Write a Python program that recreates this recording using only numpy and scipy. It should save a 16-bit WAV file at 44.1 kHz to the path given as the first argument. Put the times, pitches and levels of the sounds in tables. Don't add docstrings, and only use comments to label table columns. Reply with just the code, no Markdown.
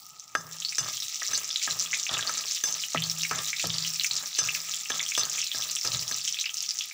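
import sys
import numpy as np
from scipy import signal
from scipy.fft import rfft, irfft, next_fast_len
from scipy.io import wavfile

SR = 44100
rng = np.random.default_rng(int(sys.argv[2]) if len(sys.argv) > 2 else 0)


def natural_amplitude(level_db):
    exponent = np.asarray(level_db, float) / 20
    return 10 ** exponent


def put_to_file(sound):
    columns = np.atleast_2d(sound).T
    safe = np.clip(columns, -1, 1)
    whole_steps = np.round(safe * 32767)
    wavfile.write(sys.argv[1], SR, whole_steps.astype(np.int16))


N = 305613

# start_s, length_s, scrape_db, rasp_pitch_hz at the start,
# hum_db of the pan, thump_db on the stand
SPOON_STROKES = [(0.357, 0.19, -50.5, 1200, -51, -52), (0.781, 0.11, -43, 1500, -67, -47),
                 (1.279, 0.18, -47.5, 1800, -64, -57.5), (1.672, 0.37, -48.5, 900, -55.5, -50),
                 (2.084, 0.37, -42, 1100, -55, -46), (2.647, 0.12, -50, 900, -59.5, -63),
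                 (2.946, 0.48, -53, 700, -38.5, -41.5), (3.304, 0.048, -38.5, 1700, -50, -46),
                 (3.63, 0.27, -50, 700, -40, -40), (4.094, 0.15, -50, 1000, -61, -60.5),
                 (4.392, 0.32, -46, 1300, -52.5, -51), (4.895, 0.074, -46.5, 900, -58, -57),
                 (5.17, 0.18, -48, 1100, -59.5, -54), (5.542, 0.19, -51, 900, -60.5, -58),
                 (5.84, 0.044, -44.5, 600, -56, -50), (5.915, 0.24, -51.5, 600, -52, -42)]


def rms_one(x):
    return x / np.sqrt(np.mean(x ** 2) + 1e-20)


def in_time(rows):
    time_s, *columns = np.transpose(rows)
    return [np.interp(np.arange(N) / SR, time_s, column) for column in columns]


def coloured(x, points):
    size = next_fast_len(N)
    hz = np.maximum(np.arange(size // 2 + 1) * SR / size, 1)
    point_hz, point_db = np.transpose(points)
    gain = natural_amplitude(np.interp(np.log(hz), np.log(point_hz), point_db))
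    return rms_one(irfft(rfft(x, size) * gain, size)[..., :N])


def drift(corner_hz):
    pole = np.exp(-2 * np.pi * corner_hz * 40 / SR)
    noise = rng.standard_normal(N // 40 + 2002)
    slow = signal.lfilter([1], [1, -2 * pole, pole * pole], noise)[2000:]
    return np.interp(np.arange(N) / 40, np.arange(len(slow)), rms_one(slow))


def grains(per_s, spread_db):
    sizes = natural_amplitude(spread_db * np.minimum(rng.exponential(1, N), 4))
    signs = rng.choice([-1, 1], N)
    return sizes * signs * (rng.random(N) < per_s / SR)


def ring(clicks, hz, t60_s):
    decay, turn = natural_amplitude(-60 / (t60_s * SR)), 2 * np.pi * hz / SR
    poles = [1, -2 * decay * np.cos(turn), decay * decay]
    return signal.lfilter([0, np.sin(turn)], poles, clicks + 1e-18)


def strikes(times_s, levels_db):
    out = np.zeros(N)
    out[np.minimum((np.asarray(times_s) * SR).astype(int), N - 1)] = natural_amplitude(levels_db)
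    return out


def dying(times_s, levels_db, t60_s):
    return signal.lfilter([1], [1, -natural_amplitude(-60 / (t60_s * SR))], strikes(times_s, levels_db) + 1e-18)


def filtered(x, order, hz, kind):
    return signal.sosfilt(signal.butter(order, hz, kind, fs=SR, output="sos"), x)


def bursts():
    # peak_s, level_db, pitch_hz
    loud_bursts = [(0.198, -29.5, 6070), (0.6026, -23, 6260), (0.623, -30, 3080), (0.65, -17.5, 4270),
                   (0.687, -24.5, 4500), (0.693, -22.5, 5300), (0.725, -31, 2370), (0.9703, -27, 6960),
                   (0.978, -31, 3200), (1.003, -23, 5700), (1.0242, -26, 3730), (1.2202, -29.5, 1940),
                   (1.276, -20.5, 5640), (1.3488, -21.5, 4170), (1.355, -19, 4700), (1.3773, -17.5, 6780),
                   (1.492, -22.5, 5770), (1.5054, -24.5, 3520), (1.512, -21.5, 5000), (1.56, -16.5, 3660),
                   (1.619, -31, 2290), (1.7102, -19, 4000), (1.7973, -15.5, 5970), (1.8618, -28.5, 3330),
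                   (1.9321, -20.5, 2110), (1.9381, -21.5, 2330), (1.9448, -24.5, 3600), (1.974, -27, 7200),
                   (2.0673, -23.5, 2600), (2.0934, -21, 3420), (2.143, -20.5, 3450), (2.1713, -25, 2770),
                   (2.21, -23.5, 3850), (2.227, -23, 3380), (2.274, -19.5, 4380), (2.388, -24, 5000),
                   (2.483, -21.5, 6000), (2.5114, -21, 5280), (2.726, -18.5, 6200), (2.8084, -27, 6600),
                   (2.8376, -22.5, 3000), (2.9343, -21.5, 6110), (2.9613, -25, 1960), (2.975, -20, 2800),
                   (3.0225, -21.5, 3480), (3.04, -20, 4320), (3.0989, -16, 5350), (3.1151, -24, 5860),
                   (3.2117, -25, 3810), (3.2194, -21, 6000), (3.2342, -17, 5740), (3.2346, -24.5, 2720),
                   (3.2512, -24, 2250), (3.39, -26, 3615), (3.465, -27.5, 3770), (3.532, -22.5, 2200),
                   (3.5977, -25.5, 2520), (3.703, -22, 3500), (3.743, -20.5, 4500), (3.7846, -17, 4500),
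                   (3.838, -27, 4660), (3.8498, -23.5, 3010), (3.945, -23, 5600), (3.9979, -16, 4080),
                   (4.0122, -23, 2900), (4.0464, -20.5, 2380), (4.0655, -19, 5600), (4.112, -18, 4200),
                   (4.1344, -21.5, 5900), (4.166, -22, 4840), (4.3504, -23, 4450), (4.4883, -21.5, 2420),
                   (4.5503, -25, 2460), (4.7392, -23.5, 3440), (4.858, -30, 2640), (4.9193, -23, 3420),
                   (4.996, -20, 3450), (5.0039, -24.5, 2170), (5.064, -25.5, 3260), (5.092, -25, 6500),
                   (5.1206, -25, 2430), (5.1526, -19.5, 3330), (5.213, -24, 3570), (5.2346, -19, 4305),
                   (5.2536, -20.5, 6640), (5.298, -20, 6770), (5.3818, -29, 2430), (5.405, -26, 3210),
                   (5.417, -23, 5300), (5.428, -27, 2710), (5.4678, -24, 4080), (5.517, -21, 3450),
                   (5.6239, -24.5, 3520), (5.699, -23, 4650), (5.712, -21, 7200), (5.73, -27, 5680),
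                   (5.7529, -19, 5900), (5.7588, -19.5, 7460), (5.7668, -23, 3260), (5.8129, -20.5, 5340),
                   (5.8488, -23, 5500), (5.8744, -18.5, 5100), (5.919, -24, 3990), (5.948, -22, 3780),
                   (5.994, -20.5, 4780), (6.0802, -21, 5660), (6.124, -24, 4140), (6.1444, -20, 5600),
                   (6.215, -24, 5000), (6.2517, -19, 5720), (6.2782, -20.5, 6470), (6.2783, -23.5, 3120),
                   (6.3259, -19, 5700), (6.345, -25, 3300), (6.371, -31, 2540), (6.389, -22, 3600),
                   (6.412, -24, 3930), (6.412, -20, 6100), (6.443, -28, 2460), (6.4575, -22.5, 4800),
                   (6.4612, -21.5, 2750), (6.4947, -25, 3060), (6.5426, -23, 6000), (6.556, -39.5, 2800),
                   (6.5706, -20.5, 5800), (6.584, -25, 5170), (6.606, -18.5, 5440), (6.628, -23, 6440),
                   (6.6398, -31, 3400), (6.6911, -17.5, 5510), (6.7085, -18, 5000), (6.7888, -18.5, 5700),
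                   (6.81, -21.5, 3280), (6.9126, -34, 2290)]
    gap_s, loss_db, detune = 0.0065, 11.5, 0.12
    s, db, hz = np.transpose(loud_bursts)
    luck = rng.random((len(s), 2, 3))
    after = []
    for k in range(2):
        late_s = s + gap_s * (k + luck[:, k, 0])
        softer_db = db - loss_db * (k + 2 * luck[:, k, 1]) - 0.5
        detuned_hz = hz * (1 + detune * (2 * luck[:, k, 2] - 1))
        after.append((late_s, softer_db, detuned_hz))
    return np.hstack([(s, db, hz), *after])


def pops(chirp=0.0028):
    s, db, hz = bursts()[:, :, None]
    luck = rng.random((len(s), 3))
    turns = np.arange(400) / SR * hz
    width = 1.8 + 2.2 * luck[:, :1]
    shape = (turns / width * np.exp(1 - turns / width)) ** 2
    shape += natural_amplitude(-2.0) * (turns / 0.71 * np.exp(1 - turns / 0.96)) ** 2
    phase = turns * (1 + chirp * turns / 2) + luck[:, 1:2]
    waves = natural_amplitude(db) * shape * np.sin(2 * np.pi * phase)
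    start = ((s - width / hz) * SR).astype(int)
    place = (4 * luck[:, 2:]).astype(int)
    out = np.zeros((4, N + SR))
    np.add.at(out, (place, start + np.arange(400)), waves)
    return out[:, :N]


def fizz(level_db, seethe, per_s=2600, cycles=17.0, clump_db=6.0, hiss_db=-5.0):
    # hz, gain_db
    fizz_colour = [(1000, -23.5), (1700, -11.5), (2840, -3), (3080, -3), (3390, -1.5), (4020, 1.5),
                   (4360, 0), (6000, 7.5), (6700, 2), (7320, 5.5), (8370, -12), (10000, -10), (13000, -25),
                   (22000, -120)]
    clicks = grains(per_s * natural_amplitude(clump_db * seethe), spread_db=7.5)
    dealt = rng.integers(0, 20, N)
    rings = []
    for k, hz in enumerate(np.geomspace(1800, 9000, 20)):
        bubbles = ring(clicks * (dealt == k), hz, cycles / hz)
        rings.append(rms_one(bubbles) * np.sqrt(hz))
    places = rms_one(np.reshape(rings, (5, 4, N)).sum(axis=0))
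    hiss = natural_amplitude(hiss_db + 2.0 * drift(37) + 0.28 * seethe) * rng.standard_normal((4, N))
    return natural_amplitude(level_db) * coloured(places + hiss, fizz_colour)


def bowl(places):
    t60_s, echo_db = 0.12, -4
    t = np.arange(SR // 8) / SR
    tail = rng.standard_normal((len(places), len(t))) * natural_amplitude(-60 * t / t60_s)
    tail *= t > 0.002
    reply = natural_amplitude(echo_db) * tail / np.sqrt(np.sum(tail ** 2, axis=1, keepdims=True))
    reply[:, 0] += 1
    return signal.oaconvolve(places, reply, axes=1)[:, :N].sum(axis=0)


def spray(level_db, seethe):
    # hz, gain_db
    spray_colour = [(4710, -33), (8000, -6), (9230, -15.5), (13100, -17), (14500, -8), (15100, -2),
                    (16000, 11.5), (16100, -19), (16300, -58)]
    # start_s, level_db
    dry_ticks = [(0.0655, -27), (1.005, -22), (2.638, -16), (2.8634, -20), (3.022, -18), (3.1865, -16),
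                 (3.462, -19), (3.6713, -12), (5.1784, -34), (5.5553, -22), (5.851, -20), (6.6237, -19),
                 (6.8578, -20)]
    droplets = rms_one(grains(5000 * natural_amplitude(5.4 * drift(39) + 5.0 * seethe), spread_db=12.0))
    fine = droplets + 0.7 * rng.standard_normal(N)
    tick = filtered(strikes(*np.transpose(dry_ticks)), 2, 5500, "high")
    mist = natural_amplitude(level_db + 2.0 * drift(3.1)) * coloured(fine, spray_colour)
    return mist + tick + 1.9 * ring(tick, 18000, 0.006)


def stroked(levels_db, rise_s, fade_db_per_s, fall_db_per_s):
    start, length = np.transpose(SPOON_STROKES)[:2, :, None]
    t = np.arange(0, N + 40, 40) / SR - start
    dragged = np.clip(t - rise_s, 0, length - rise_s)
    lifted = np.maximum(t - length, 0)
    db = levels_db[:, None] - fade_db_per_s * dragged - fall_db_per_s * lifted
    power = np.sum((natural_amplitude(db) * np.clip(t / rise_s, 0, 1)) ** 2, axis=0)
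    return np.interp(np.arange(N) / 40, np.arange(len(power)), np.sqrt(power))


def rasp():
    climb_per_s, wander = 3.0, 0.15
    start, pitch_hz = np.transpose(SPOON_STROKES)[[0, 3]]
    t = np.arange(N) / SR
    now = np.maximum(np.searchsorted(start, t) - 1, 0)
    climb = climb_per_s * np.clip(t - start[now], 0, 0.3)
    hz = pitch_hz[now] * (1 + climb + wander * drift(12))
    grit = grains(1500 * natural_amplitude(6.1 * drift(30)), spread_db=1.5)
    grit = filtered(grit, 2, 370, "low")
    return rms_one(grit * np.sin(2 * np.pi * np.cumsum(hz) / SR))


def ringing_modes(knocks, chatter):
    # pitch_hz, level_db, t60_s
    metal_modes = [(258.7, -18, 0.11), (451.3, -27, 0.17), (659, -16.5, 0.069), (860, -12.5, 0.013),
                   (1220, -11, 0.13), (1292, 0, 0.042), (1634, -9.5, 0.063), (1773, -5, 0.021),
                   (2873, -5.5, 0.04), (3550, -3, 0.064), (4270, -23, 0.086), (5000, -4, 0.14),
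                   (5360, -5.5, 0.096), (5350, -3, 0.079), (5540, -17, 0.15), (5740, -33, 0.36),
                   (6270, -47, 0.051), (6130, 12, 0.057), (7290, -9, 0.12), (7920, -5, 0.053),
                   (9300, -43, 0.034)]
    s, level_db, hollow_db, clang_db, hard_db = knocks
    skitter = grains(740, spread_db=-0.5)
    low_bounces = skitter * dying(s, level_db - 33.5, 0.29)
    high_bounces = skitter * dying(s, level_db + hard_db - 30.5, 0.3)
    out = np.zeros(N)
    for hz, mode_db, t60_s in metal_modes:
        if hz < 1000:
            colour_db = hollow_db
        elif hz < 1500:
            colour_db = 0
        elif hz < 2000:
            colour_db = clang_db
        else:
            colour_db = hard_db - 4.0
        lag_s = rng.uniform(0.0003, 0.0013, len(s))
        luck_db = rng.normal(0, 2.5, len(s))
        blows = strikes(s + lag_s, level_db - 16.0 + colour_db + luck_db)
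        bounces = low_bounces + chatter / 10 if hz < 2000 else high_bounces
        out += natural_amplitude(mode_db) * ring(blows + bounces, hz, t60_s)
    return out


def contact_noise(knocks, chatter):
    s, level_db, hollow_db, _, hard_db = knocks
    crack = dying(s + 0.00027, level_db - 5.5, 0.026) * rng.standard_normal(N)
    out = filtered(crack + natural_amplitude(-1.0) * chatter, 2, [450, 2600], "band")
    thud = dying(s + 0.00044, level_db + 0.69 * hollow_db - 14.5, 0.086) * rng.standard_normal(N)
    out += filtered(thud + natural_amplitude(-5.0) * chatter, 2, [220, 800], "band")
    splash = dying(s + 0.00048, level_db + 0.73 * hard_db - 8.0, 0.023) * rng.standard_normal(N)
    return out + filtered(splash, 2, [3000, 8500], "band")


def pushed_pan():
    hum_db, thump_db = np.transpose(SPOON_STROKES)[[4, 5]]
    hum_hz = 161.8 + 3.0 * drift(11.7)
    hum = np.sin(2 * np.pi * np.cumsum(hum_hz) / SR) * natural_amplitude(1.5 * drift(10))
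    thump = rms_one(ring(rng.standard_normal(N), 122, 0.09))
    hum_gain = np.sqrt(2) * stroked(hum_db, rise_s=0.038, fade_db_per_s=43, fall_db_per_s=83)
    thump_gain = stroked(thump_db, rise_s=0.032, fade_db_per_s=100, fall_db_per_s=90)
    return hum_gain * hum + thump_gain * thump


def spoon():
    # start_s, level_db, and gains hollow_db (low modes), clang_db (middle), hard_db (high)
    spoon_knocks = [(0.351, -6, -8, 6, -15.5), (0.782, -27.5, -27, 19.5, 17.5), (1.218, -20, -30, -19, -23),
                    (1.333, -37, -18, 30, 21.5), (1.675, -14.5, -15, 11, -30), (2.191, -24, -19, 21, -8),
                    (2.294, -11.5, -24, 3, -7), (2.637, -24.5, -11, 17, 15.5),
                    (2.947, -11.5, 14.5, -13, -22), (3.311, -8.5, -11, 1, -12), (3.64, -15.5, 16, -12, -19),
                    (4.3872, -21.5, -16, 18.5, 13), (4.901, -8, -28, 3, -11), (5.177, -11.5, -20, 3, 3.5),
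                    (5.545, -29, 14.5, 17.5, -15), (5.849, -16, -15, -10, -4), (6.112, -20.5, 3.5, 7, 3)]
    knocks = np.transpose(spoon_knocks)
    scrape_db = np.transpose(SPOON_STROKES)[2]
    drag = stroked(scrape_db, rise_s=0.013, fade_db_per_s=26.5, fall_db_per_s=143)
    chatter = drag * rms_one(grains(500 * natural_amplitude(6.1 * drift(30)), spread_db=4.0))
    out = ringing_modes(knocks, chatter) + contact_noise(knocks, chatter) + natural_amplitude(-3.5) * drag * rasp()
    out = filtered(out, 3, 220, "high")
    return out + pushed_pan()


def burner():
    # hz, gain_db
    flame_colour = [(18, -51), (30, -21), (43, -11), (146, 2), (274, -8.5), (551, -11.5), (864, 1.5),
                    (1070, -12), (1260, 15), (1400, -2.5), (1560, -53), (2200, -40), (2860, -40),
                    (4840, -120)]
    level_db = -61 + 2.0 * drift(13) + 0.83 * drift(4.0)
    return natural_amplitude(level_db) * coloured(rng.standard_normal(N), flame_colour)


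def scene():
    # time_s, fizz_db (at each of four places), spray_db
    frying_vigour = [(0.0, -59, -49), (0.25, -57.5, -58), (0.46, -54.5, -45.5), (0.7, -42.5, -45),
                     (1.04, -44, -38), (1.54, -41, -43.5), (2.3, -40.5, -40), (3.05, -43, -40.5),
                     (3.65, -39, -39), (4.67, -41.5, -41), (6.0, -41.5, -39.5), (6.52, -46.5, -46),
                     (6.93, -45, -44)]
    fizz_db, spray_db = in_time(frying_vigour)
    seethe = drift(25)
    bubbles = filtered(pops(), 2, 1500, "high") + fizz(fizz_db, seethe)
    oil = bowl(bubbles) + spray(spray_db, seethe)
    return (oil + spoon() + burner())[None, :]


def low_pass(x):
    return signal.sosfilt(signal.butter(12, 16660, fs=SR, output="sos"), x)


def record(dry):
    top = signal.cheby2(10, 30, 15800, fs=SR, output="sos")
    mix = filtered(signal.sosfilt(top, dry), 3, 75, "high")
    return low_pass(mix)


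dry = scene()
out = record(dry)
put_to_file(out)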